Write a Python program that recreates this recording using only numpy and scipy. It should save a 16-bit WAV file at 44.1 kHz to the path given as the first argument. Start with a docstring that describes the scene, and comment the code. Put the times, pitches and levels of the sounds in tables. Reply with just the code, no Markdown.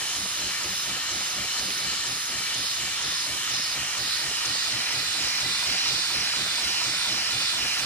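"""A jet of cooling air hisses at the needle of a pattern sewing machine as it zigzags through thick rope.
The air hits the rope and the clamp that holds it. Each stitch, about four a second, shifts the clamp
in or out, so the hiss flips between two colours. Under it the feed motors growl, the needle bar knocks
once a stitch, loose parts tick and the workshop rumbles. The microphone slowly moves closer."""
import sys
import numpy as np
from scipy import signal
from scipy.fft import rfft, irfft
from scipy.io import wavfile

SR = 44100
rng = np.random.default_rng(int(sys.argv[2]) if len(sys.argv) > 2 else 0)


def materialize(psi):
    """Save the field psi as 16-bit PCM at rate SR to the path in sys.argv[1].

    A 1-D psi becomes a single channel; in a 2-D psi each row is a channel.
    """
    bounded = np.clip(np.atleast_2d(psi).T, -1, 1)
    quanta = np.round(bounded * 32767).astype(np.int16)
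    wavfile.write(sys.argv[1], SR, quanta)


N = 346185
TIME = np.arange(N) / SR
BIN_HZ = np.maximum(np.arange(N // 2 + 1) * SR / N, 1)

STITCHES_PER_S = 4.19
PAIR_S = 2 / STITCHES_PER_S   # the pattern repeats after a pair of stitches: one zig, one zag
PAIR_STARTS = np.arange(-1, N / SR / PAIR_S + 1) * PAIR_S
SWING_S = 0.018   # how long the clamp takes to shift in or out


def air_jet(nearness, swing_in_s=.1663, swing_out_s=.411, edge_hz=4580, edge_width_hz=1480):
    """Air breaks on the rope and hisses; colour and loudness change as the clamp swings in and out."""
    # the hiss from far and from near, with the clamp out and in:
    # f/Hz, left level/dB, right level/dB, left-right likeness, left lead/rad
    far_out = [(453, -36.5, -41, 0.8, 0.5), (905, -32, -34, 0.66, 0.6), (1420, -29.5, -32.5, 1, 1.2),
               (2150, -24.5, -28.5, 1, 1.1), (3270, -28.5, -26, 0.66, 0.54), (3930, -29, -31, 0.48, -6.5),
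               (5250, -26.5, -26, 0.45, -4), (6350, -23.5, -23.5, 0.47, -4), (7530, -30.5, -21.5, 0.72, -3),
               (8080, -36.5, -30, 0.49, 1), (10900, -41.6, -29.5, 0.32, 9.5), (11500, -69.2, -45, 0.16, 25),
               (12500, -41.9, -36.5, 0.33, -3), (15000, -44, -41.5, 0.3, 10)]
    far_in = [(450, -36, -40.5, 0.97, 0.9), (900, -33.5, -35.5, 0.48, -0.05), (1420, -30.0, -33, 1, 1.22),
              (2220, -23.5, -25.5, 0.91, 1), (3140, -29.5, -29, 0.35, 0.05), (4040, -24, -23, 0.69, 1.47),
              (5000, -24.5, -20, 0.46, -0.15), (6320, -24, -24.5, 0.65, -4), (7100, -24.5, -23, 0.87, -2.5),
              (8050, -35, -36, 0.94, -5), (10640, -45, -26, 0.42, -2), (11400, -59, -43.5, 0.09, 8),
              (12500, -44, -35, 0.25, -4.5), (15000, -43.0, -42.7, 0.24, -1)]
    near_out = [(462, -34.5, -37, 0.67, 0.1), (950, -26.5, -27.5, 0.56, 0.4),
                (1420, -23, -29.5, 0.71, 0.99), (2220, -28, -28.5, 0.72, 0.3),
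                (3220, -29.5, -25, 0.64, 1.97), (4150, -21.5, -23, 1, 2.22), (5220, -28, -20, 0.28, 3.1),
                (6220, -31, -27.5, 0.24, 5.1), (7340, -32.2, -24.5, 0.62, 4.2), (8600, -30, -25, 0.41, 4.8),
                (10800, -38.5, -27, 0.26, 6.7), (11500, -49, -53, 0.2, 10.9), (12500, -37, -36, 0.61, 8.3),
                (15000, -43.5, -42.6, 0.46, 15.9)]
    near_in = [(454, -36.5, -41, 0.46, 0.4), (950, -28.5, -30, 0.91, 1.1), (1400, -23, -27.5, 0.99, 1.14),
               (2250, -33, -33, 0.63, 0.9), (3300, -29, -28.5, 0.47, 2.5), (4300, -27.5, -19.5, 0.35, 2.06),
               (5240, -25, -22.5, 0.44, -0.9), (6000, -29, -25.5, 0.34, 2.5), (7300, -34, -24.5, 0.67, 4),
               (8400, -32.5, -26.5, 0.46, 5.5), (10770, -38.5, -31, 0.32, 5), (11500, -47, -44, 0.3, 0),
               (12400, -42, -40, 1, 4), (15000, -39, -42, 0.37, 10)]
    # air rings in the gaps between plate, clamp and head:
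    # f/Hz, width/Hz, boost with clamp out/dB, boost with clamp in/dB
    gaps_far = [(1283, 420, 7.5, 7.5), (1817, 136, 7, 3), (2298, 42, 10, 1), (3000, 310, 8.5, 7.5),
                (3627, 350, 8.5, 5.5), (4140, 106, 11, 4), (5320, 140, 5, 4), (6700, 130, 2, 2.5),
                (7570, 110, -1.5, 8.5), (9160, 360, 5.5, 6), (9500, 180, 0, 4), (10160, 240, 3, 5.5)]
    gaps_near = [(1407, 95, 4.5, 3), (1920, 550, 6.5, 6.5), (2410, 345, 8, 11), (2945, 555, 10, 8),
                 (3550, 250, 1.5, 11), (4042, 320, 9.5, 8.5), (4620, 360, 8, 6.5), (5270, 315, 8.5, 6.5),
                 (5790, 210, 12, 5.5), (6680, 320, 6.5, 4), (8170, 90, -11, 7), (9550, 150, 11, 3),
                 (9630, 130, -3, 8.5), (9670, 760, -7.5, -2)]
    # air rushes over the edge of the machine's foot, with the clamp out and in: t/s, boost/dB
    edge_out = [(0, 1), (1.5, 4), (2.45, 4), (3.0, 0), (5.8, -0.1), (7.6, -1)]
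    edge_in = [(0, -1.5), (1.7, -0.3), (4.1, 2.5), (4.9, 0), (5.9, 0.5), (6.6, -0.5)]
    pair_time = TIME % PAIR_S
    inside_s = np.minimum(pair_time - swing_in_s, swing_out_s - pair_time)
    clamp_in = np.clip(inside_s / SWING_S + .5, 0, 1)   # 0 is out, 1 is in
    far = hiss_at_one_spot(far_out, far_in, gaps_far, clamp_in)
    near = hiss_at_one_spot(near_out, near_in, gaps_near, clamp_in)
    hiss = crossfade(far, near, nearness)
    edge_band = 1 / (1 + (2 * (BIN_HZ - edge_hz) / edge_width_hz) ** 4)
    edge_rush = irfft(rfft(hiss) * edge_band, N)
    edge_db = blend(in_time(edge_out)[0], in_time(edge_in)[0], clamp_in)
    hiss_db = -1 - nearness * (1 - clamp_in)
    return from_db(hiss_db) * (hiss + (from_db(edge_db) - 1) * edge_rush)


def hiss_at_one_spot(out_spectrum, in_spectrum, gaps, clamp_in, bass_cut_hz=364):
    """The hiss from one place: the clamp's position fades between two sets of ringing air gaps."""
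    # narrow bands where the steel plate rings, and two narrow high bands above 12 kHz: f/Hz, width/Hz, boost/dB
    narrow_peaks = [(2880, 45, 3), (4080, 80, 0.5), (5100, 89, 2), (9320, 100, 0), (12100, 180, 9.5),
                    (14745, 160, 5)]
    peak_hz, peak_width_hz, peak_db = np.transpose(narrow_peaks)
    gap_hz, gap_width_hz, out_db, in_db = np.transpose(gaps)
    bass_cut_db = -10 * np.log10(1 + (bass_cut_hz / BIN_HZ) ** 6)   # a thin jet makes almost no bass
    common_db = bass_cut_db + humps(peak_hz, peak_width_hz) @ peak_db
    gap_peaks = humps(gap_hz, gap_width_hz)
    hiss_out = coloured_noise(out_spectrum, gap_peaks @ out_db + common_db)
    hiss_in = coloured_noise(in_spectrum, gap_peaks @ in_db + common_db)
    return crossfade(hiss_out, hiss_in, clamp_in)


def wavering_hiss(hiss, depth_db=1.3, changes_per_s=9, bands=12):
    """Each band of the hiss wavers, swelling and sinking a little on its own."""
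    centres_hz = np.geomspace(800, 12000, bands)
    drifts = rng.standard_normal((bands, 200))
    spectrum, out = rfft(hiss), 0
    for share, drift in zip(np.eye(bands), drifts):
        band = irfft(spectrum * np.interp(BIN_HZ, centres_hz, share), N)
        drift_db = depth_db * np.interp(TIME * changes_per_s, np.arange(len(drift)), drift)
        out = out + band * from_db(drift_db)
    return out


def breathy_ring(width_hz=90):
    """The jet blows across a gap: a narrow band of noise on a slowly rising pitch."""
    # the course of the ring: t/s, f/Hz, level/dB
    ring = [(0, 1822, -54), (3.5, 1845, -49), (3.85, 1870, -44.5), (4.6, 1900, -43.5), (4.85, 1970, -43),
            (5.25, 1974, -46), (5.55, 1986, -40.5), (5.9, 2090, -52), (6.2, 2130, -56)]
    hz, db = in_time(ring)
    lowpass = signal.butter(2, width_hz / 2, fs=SR, output="sos")
    flutter = signal.sosfilt(lowpass, rng.standard_normal((2, N)))
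    angle = 2 * np.pi * np.cumsum(hz) / SR
    return from_db(db) * (flutter[0] * np.cos(angle) + flutter[1] * np.sin(angle)) / flutter.std()


def hiss_flares():
    """Now and then a short, bright swell of noise rises over the hiss."""
    # single swells of noise: middle t/s, half length/s, f/Hz, width/Hz, level/dB
    flares = [(.79, 0.055, 5200, 350, -36), (1.09, .08, 4110, 130, -39), (1.52, .06, 4090, 130, -38.5),
              (2.702, .08, 5280, 400, -36), (3.158, .085, 5250, 450, -37), (3.65, .08, 5250, 400, -37),
              (4.46, 0.0055, 6000, 900, -28), (4.72, .006, 5900, 700, -34), (4.889, 0.045, 2500, 1000, -43),
              (5.52, 0.11, 3830, 650, -34)]
    out = 0
    for at_s, half_s, hz, width_hz, db in flares:
        loudness = from_db(db) * np.exp(-((TIME - at_s) / half_s) ** 2)
        out = out + loudness * band_noise(hz, width_hz, likeness=.5)
    return out * left_right_db(-1.5, .5)


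def needle_puffs():
    """The needle's holder cuts through the jet on each stroke and makes a puff."""
    # puffs in a pair of stitches: middle t/s, half length/s, f/Hz, width/Hz, level/dB
    puffs = [(0.162, 0.0088, 5900, 1500, -35.5), (0.35, .007, 6000, 1300, -35),
             (0.158, .008, 7100, 2100, -36)]
    return noise_bursts(puffs, likeness=-.069, uneven_db=1) * left_right_db(-2, 1.5)


def feed_motors(travel_end_s=2.03):
    """Motors growl at each shift of the clamp: harder as it travels, softer once it sews on the spot."""
    # tones in a pair of stitches, from the main drive and from the feed (travelling, then on the spot):
    # middle t/s, half length/s, f/Hz, level/dB
    drive_tones = [(0.19, .045, 53.5, -53), (.46, 0.04, 61, -46), (.026, 0.013, 767, -44),
                   (0.21, 0.013, 768, -45)]
    travel_tones = [(0.245, 0.026, 190, -40), (.44, 0.038, 192, -42), (0.19, .03, 74, -46),
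                    (0.416, 0.04, 130, -47), (0.18, 0.021, 335, -45.5)]
    spot_tones = [(.203, 0.036, 129, -41.5), (0.449, 0.041, 129, -44), (0.256, 0.044, 178.6, -48),
                  (0.0148, 0.043, 189, -48), (.222, 0.031, 276, -46.5), (.46, .04, 278, -50),
                  (.205, 0.022, 349, -50.5)]
    # rubbing and rushing in a pair of stitches: middle t/s, half length/s, f/Hz, width/Hz, level/dB
    growls = [(0.2, 0.047, 180, 300, -45.5), (0.447, 0.065, 177, 250, -46), (0.19, 0.067, 337, 156, -49),
              (0.434, 0.064, 328, 130, -48), (.258, 0.0099, 550, 890, -38.5),
              (0.018, 0.013, 540, 970, -39.5), (0.18, 0.043, 675, 340, -44), (0.418, 0.049, 670, 280, -44),
              (0.208, 0.04, 81, 41, -49.5), (0.47, 0.042, 120, 40, -48)]
    on_spot = np.clip((TIME - travel_end_s) / SWING_S, 0, 1)
    tones = motor_hum(drive_tones) + blend(motor_hum(travel_tones), motor_hum(spot_tones), on_spot)
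    growl = noise_bursts(growls, likeness=.9, uneven_db=.6) * from_db(blend(3, 1.5, on_spot))
    return tones * left_right_db(-2.2, -1) + growl * left_right_db(-1.7, -1.3)


def motor_hum(tones, pitch_spread=.02):
    """A motor starts and stops for each stitch and briefly makes the frame hum."""
    out = 0
    for at_s, half_s, hz, db in tones:
        loudness, pair = repeating_swell(at_s, half_s, uneven_db=.6)
        pitch_slip, start_cycles = rng.standard_normal((2, len(PAIR_STARTS)))[:, pair]
        from_middle_s = TIME - at_s - pair * PAIR_S
        cycles = hz * (1 + pitch_spread * pitch_slip) * from_middle_s + start_cycles
        out = out + from_db(db) * loudness * np.sqrt(2) * np.sin(2 * np.pi * cycles)
    return out


def braking_growl(start_s=1.58, rise_s=.04, hold_s=.34, fall_s=.067, sag_db_per_s=17):
    """A longer growl as the clamp brakes at the end of its travel: it sets in, sags and stops."""
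    bandpass = signal.butter(3, [160, 420], "band", fs=SR, output="sos")
    noise = signal.sosfilt(bandpass, stereo(rng.standard_normal((2, N)), likeness=.96))
    corners_s = np.cumsum([start_s, rise_s, hold_s, fall_s])
    sag_db = sag_db_per_s * np.maximum(TIME - corners_s[1], 0)
    loudness = np.interp(TIME, corners_s, [0, 1, 1, 0]) * from_db(-43.3 - sag_db)
    return loudness * noise / noise.std()


def needle_bar(nearness, uneven_db=2, jitter_s=.00106):
    """The bar that carries the needle knocks once a stitch and sets the machine's head ringing."""
    # knocks in a pair of stitches: t/s, level from far/dB, level from near/dB
    knocks = [(.131, -43, -39), (.374, -47, -39.5)]
    # the notes the head rings with: f/Hz, level/dB, time to fade by 60 dB/s
    head_notes = [(580, -10, .05), (722, -5.5, 0.065), (820, -10, 0.03), (961, 2.5, 0.11), (1290, 5, 0.055),
                  (1420, -4, .05)]
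    at_s, far_db, near_db = np.transpose(knocks)
    times = PAIR_STARTS[:, None] + at_s + jitter_s * rng.standard_normal((len(PAIR_STARTS), len(knocks)))
    knock_db = blend(far_db, near_db, np.interp(times, TIME, nearness))
    heard = (times > 0) & (times < TIME[-1])
    out = 0
    for hz, db, fade_s in head_notes:
        strengths = from_db(knock_db + db + uneven_db * rng.standard_normal(times.shape))
        clicks = np.zeros(N)
        clicks[(times[heard] * SR).astype(int)] = strengths[heard]
        out = struck(clicks, hz, fade_s) - out   # neighbouring notes start in opposite directions
    return out * left_right_db(1.5, -1.5)


def loose_parts(ticks_per_s=30, spread_db=3):
    """Small steel parts touch at random; each touch is a faint tick of eight short notes."""
    touching = rng.random(N) < ticks_per_s / SR
    touches = touching * from_db(-40 + spread_db * rng.standard_normal(N))
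    return sum(struck(touches * stereo(rng.standard_normal((2, N)), likeness=.6), hz, fade_s=.01)
               for hz in np.geomspace(1390, 5900, 8))


def workshop_rumble(nearness):
    """Motor and workshop make a low rumble that grows a little as the microphone nears."""
    # the rumble: f/Hz, left level/dB, right level/dB, left-right likeness, left lead/rad
    rumble = [(20, -52, -47, .85, 0), (38, -55, -50, .85, 0), (58, -41, -41.5, 0.91, 0),
              (98, -40.5, -40.5, .95, 0), (200, -44.5, -42, 0.89, 0), (372, -45, -45.5, 0.94, 0),
              (780, -81, -87, 0.71, 0), (3000, -100, -100, .5, 0)]
    return coloured_noise(rumble, extra_db=7.25) * from_db(1.5 * nearness)


def noise_bursts(rows, likeness, uneven_db):
    """Short bursts of noise that repeat with every pair of stitches."""
    out = 0
    for at_s, half_s, hz, width_hz, db in rows:
        loudness, _ = repeating_swell(at_s, half_s, uneven_db)
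        out = out + from_db(db) * loudness * band_noise(hz, width_hz, likeness)
    return out


def repeating_swell(at_s, half_s, uneven_db):
    """One smooth swell per pair of stitches, each of its own strength; also gives the pair's number."""
    turns = (TIME - at_s) / PAIR_S
    pair = np.round(turns).astype(int)
    strength = from_db(rng.normal(0, 1, len(PAIR_STARTS)) * uneven_db)
    return strength[pair] * np.exp(-((turns - pair) * PAIR_S / half_s) ** 2), pair


def struck(clicks, hz, fade_s):
    """Each click starts a pure tone that fades by 60 dB in fade_s."""
    decay, step = from_db(-60 / (fade_s * SR)), 2 * np.pi * hz / SR
    return signal.lfilter([0, np.sin(step)], [1, -2 * decay * np.cos(step), decay ** 2], clicks + 1e-18)


def band_noise(hz, width_hz, likeness):
    """Stereo noise in one band of frequencies, with an average (rms) size of 1."""
    low_hz = np.hypot(hz, width_hz / 2) - width_hz / 2
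    bandpass = signal.butter(2, [low_hz, low_hz + width_hz], "band", fs=SR, output="sos")
    noise = signal.sosfilt(bandpass, stereo(rng.standard_normal((2, N)), likeness))
    return noise / noise.std()


def coloured_noise(spectrum, extra_db):
    """Stereo noise shaped by a table; the lead is how far the left wave runs ahead of the right."""
    hz, *columns = np.transpose(spectrum)
    left_db, right_db, likeness, lead = [np.interp(np.log(BIN_HZ), np.log(hz), c) for c in columns]
    gains = from_db(np.array([left_db, right_db]) + extra_db) * np.exp(.5j * lead * [[1], [-1]])
    real, imaginary = rng.standard_normal((2, 2, len(BIN_HZ)))
    white = (real + 1j * imaginary) * np.sqrt(N / 2)
    return irfft(stereo(white, likeness) * gains, N)


def stereo(noises, likeness):
    """Mixes two noises into left and right: likeness 0 is unrelated, 1 is almost the same."""
    alike = np.clip(likeness, -.98, .98)
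    return np.sqrt((1 + alike) / 2) * noises[0] + np.sqrt((1 - alike) / 2) * noises[1] * [[1], [-1]]


def humps(hz, width_hz):
    """One hump of height 1 around each given frequency."""
    return 1 / (1 + (2 * (BIN_HZ[:, None] - hz) / width_hz) ** 2)


def in_time(rows):
    """Joins a table's points with straight lines, giving each column a value at every sample."""
    times, *columns = np.transpose(rows)
    return [np.interp(TIME, times, column) for column in columns]


def blend(a, b, share):
    """Goes from a at share 0 to b at share 1."""
    return a + (b - a) * share


def crossfade(a, b, share):
    """Fades from noise a to noise b with no dip in loudness halfway."""
    return np.sqrt(1 - share) * a + np.sqrt(share) * b


def from_db(db):
    """Turns decibels into a factor to multiply by."""
    return 10 ** (np.asarray(db) / 20)


def left_right_db(left, right):
    """One factor for each side, from decibels."""
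    return from_db([[left], [right]])


def scene():
    """Jet, needle and motors over the rumble; the machinery grows louder as the microphone nears."""
    # the microphone's approach: t/s, nearness (0 is far, 1 is near)
    approach = [(0, 0.04), (2.2, 0.02), (4.0, 0.17), (5.5, 0.88), (7.85, 1)]
    nearness = in_time(approach)[0]
    hiss = wavering_hiss(air_jet(nearness))
    ring = breathy_ring() * left_right_db(-.5, -1.5)
    knocks = needle_bar(nearness)
    puffs = needle_puffs()
    rumble = workshop_rumble(nearness)
    flares = hiss_flares()
    ticks = loose_parts()
    motors = (feed_motors() + braking_growl()) * from_db(blend(-5, -3, nearness))
    return hiss + ring + flares + puffs + motors + knocks + ticks + rumble


def record(dry, cutoff_hz=15150):
    """The highest treble is cut off steeply."""
    return signal.sosfilt(signal.ellip(16, .1, 80, cutoff_hz, fs=SR, output="sos"), dry)


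dry = scene()
out = record(dry)
materialize(out)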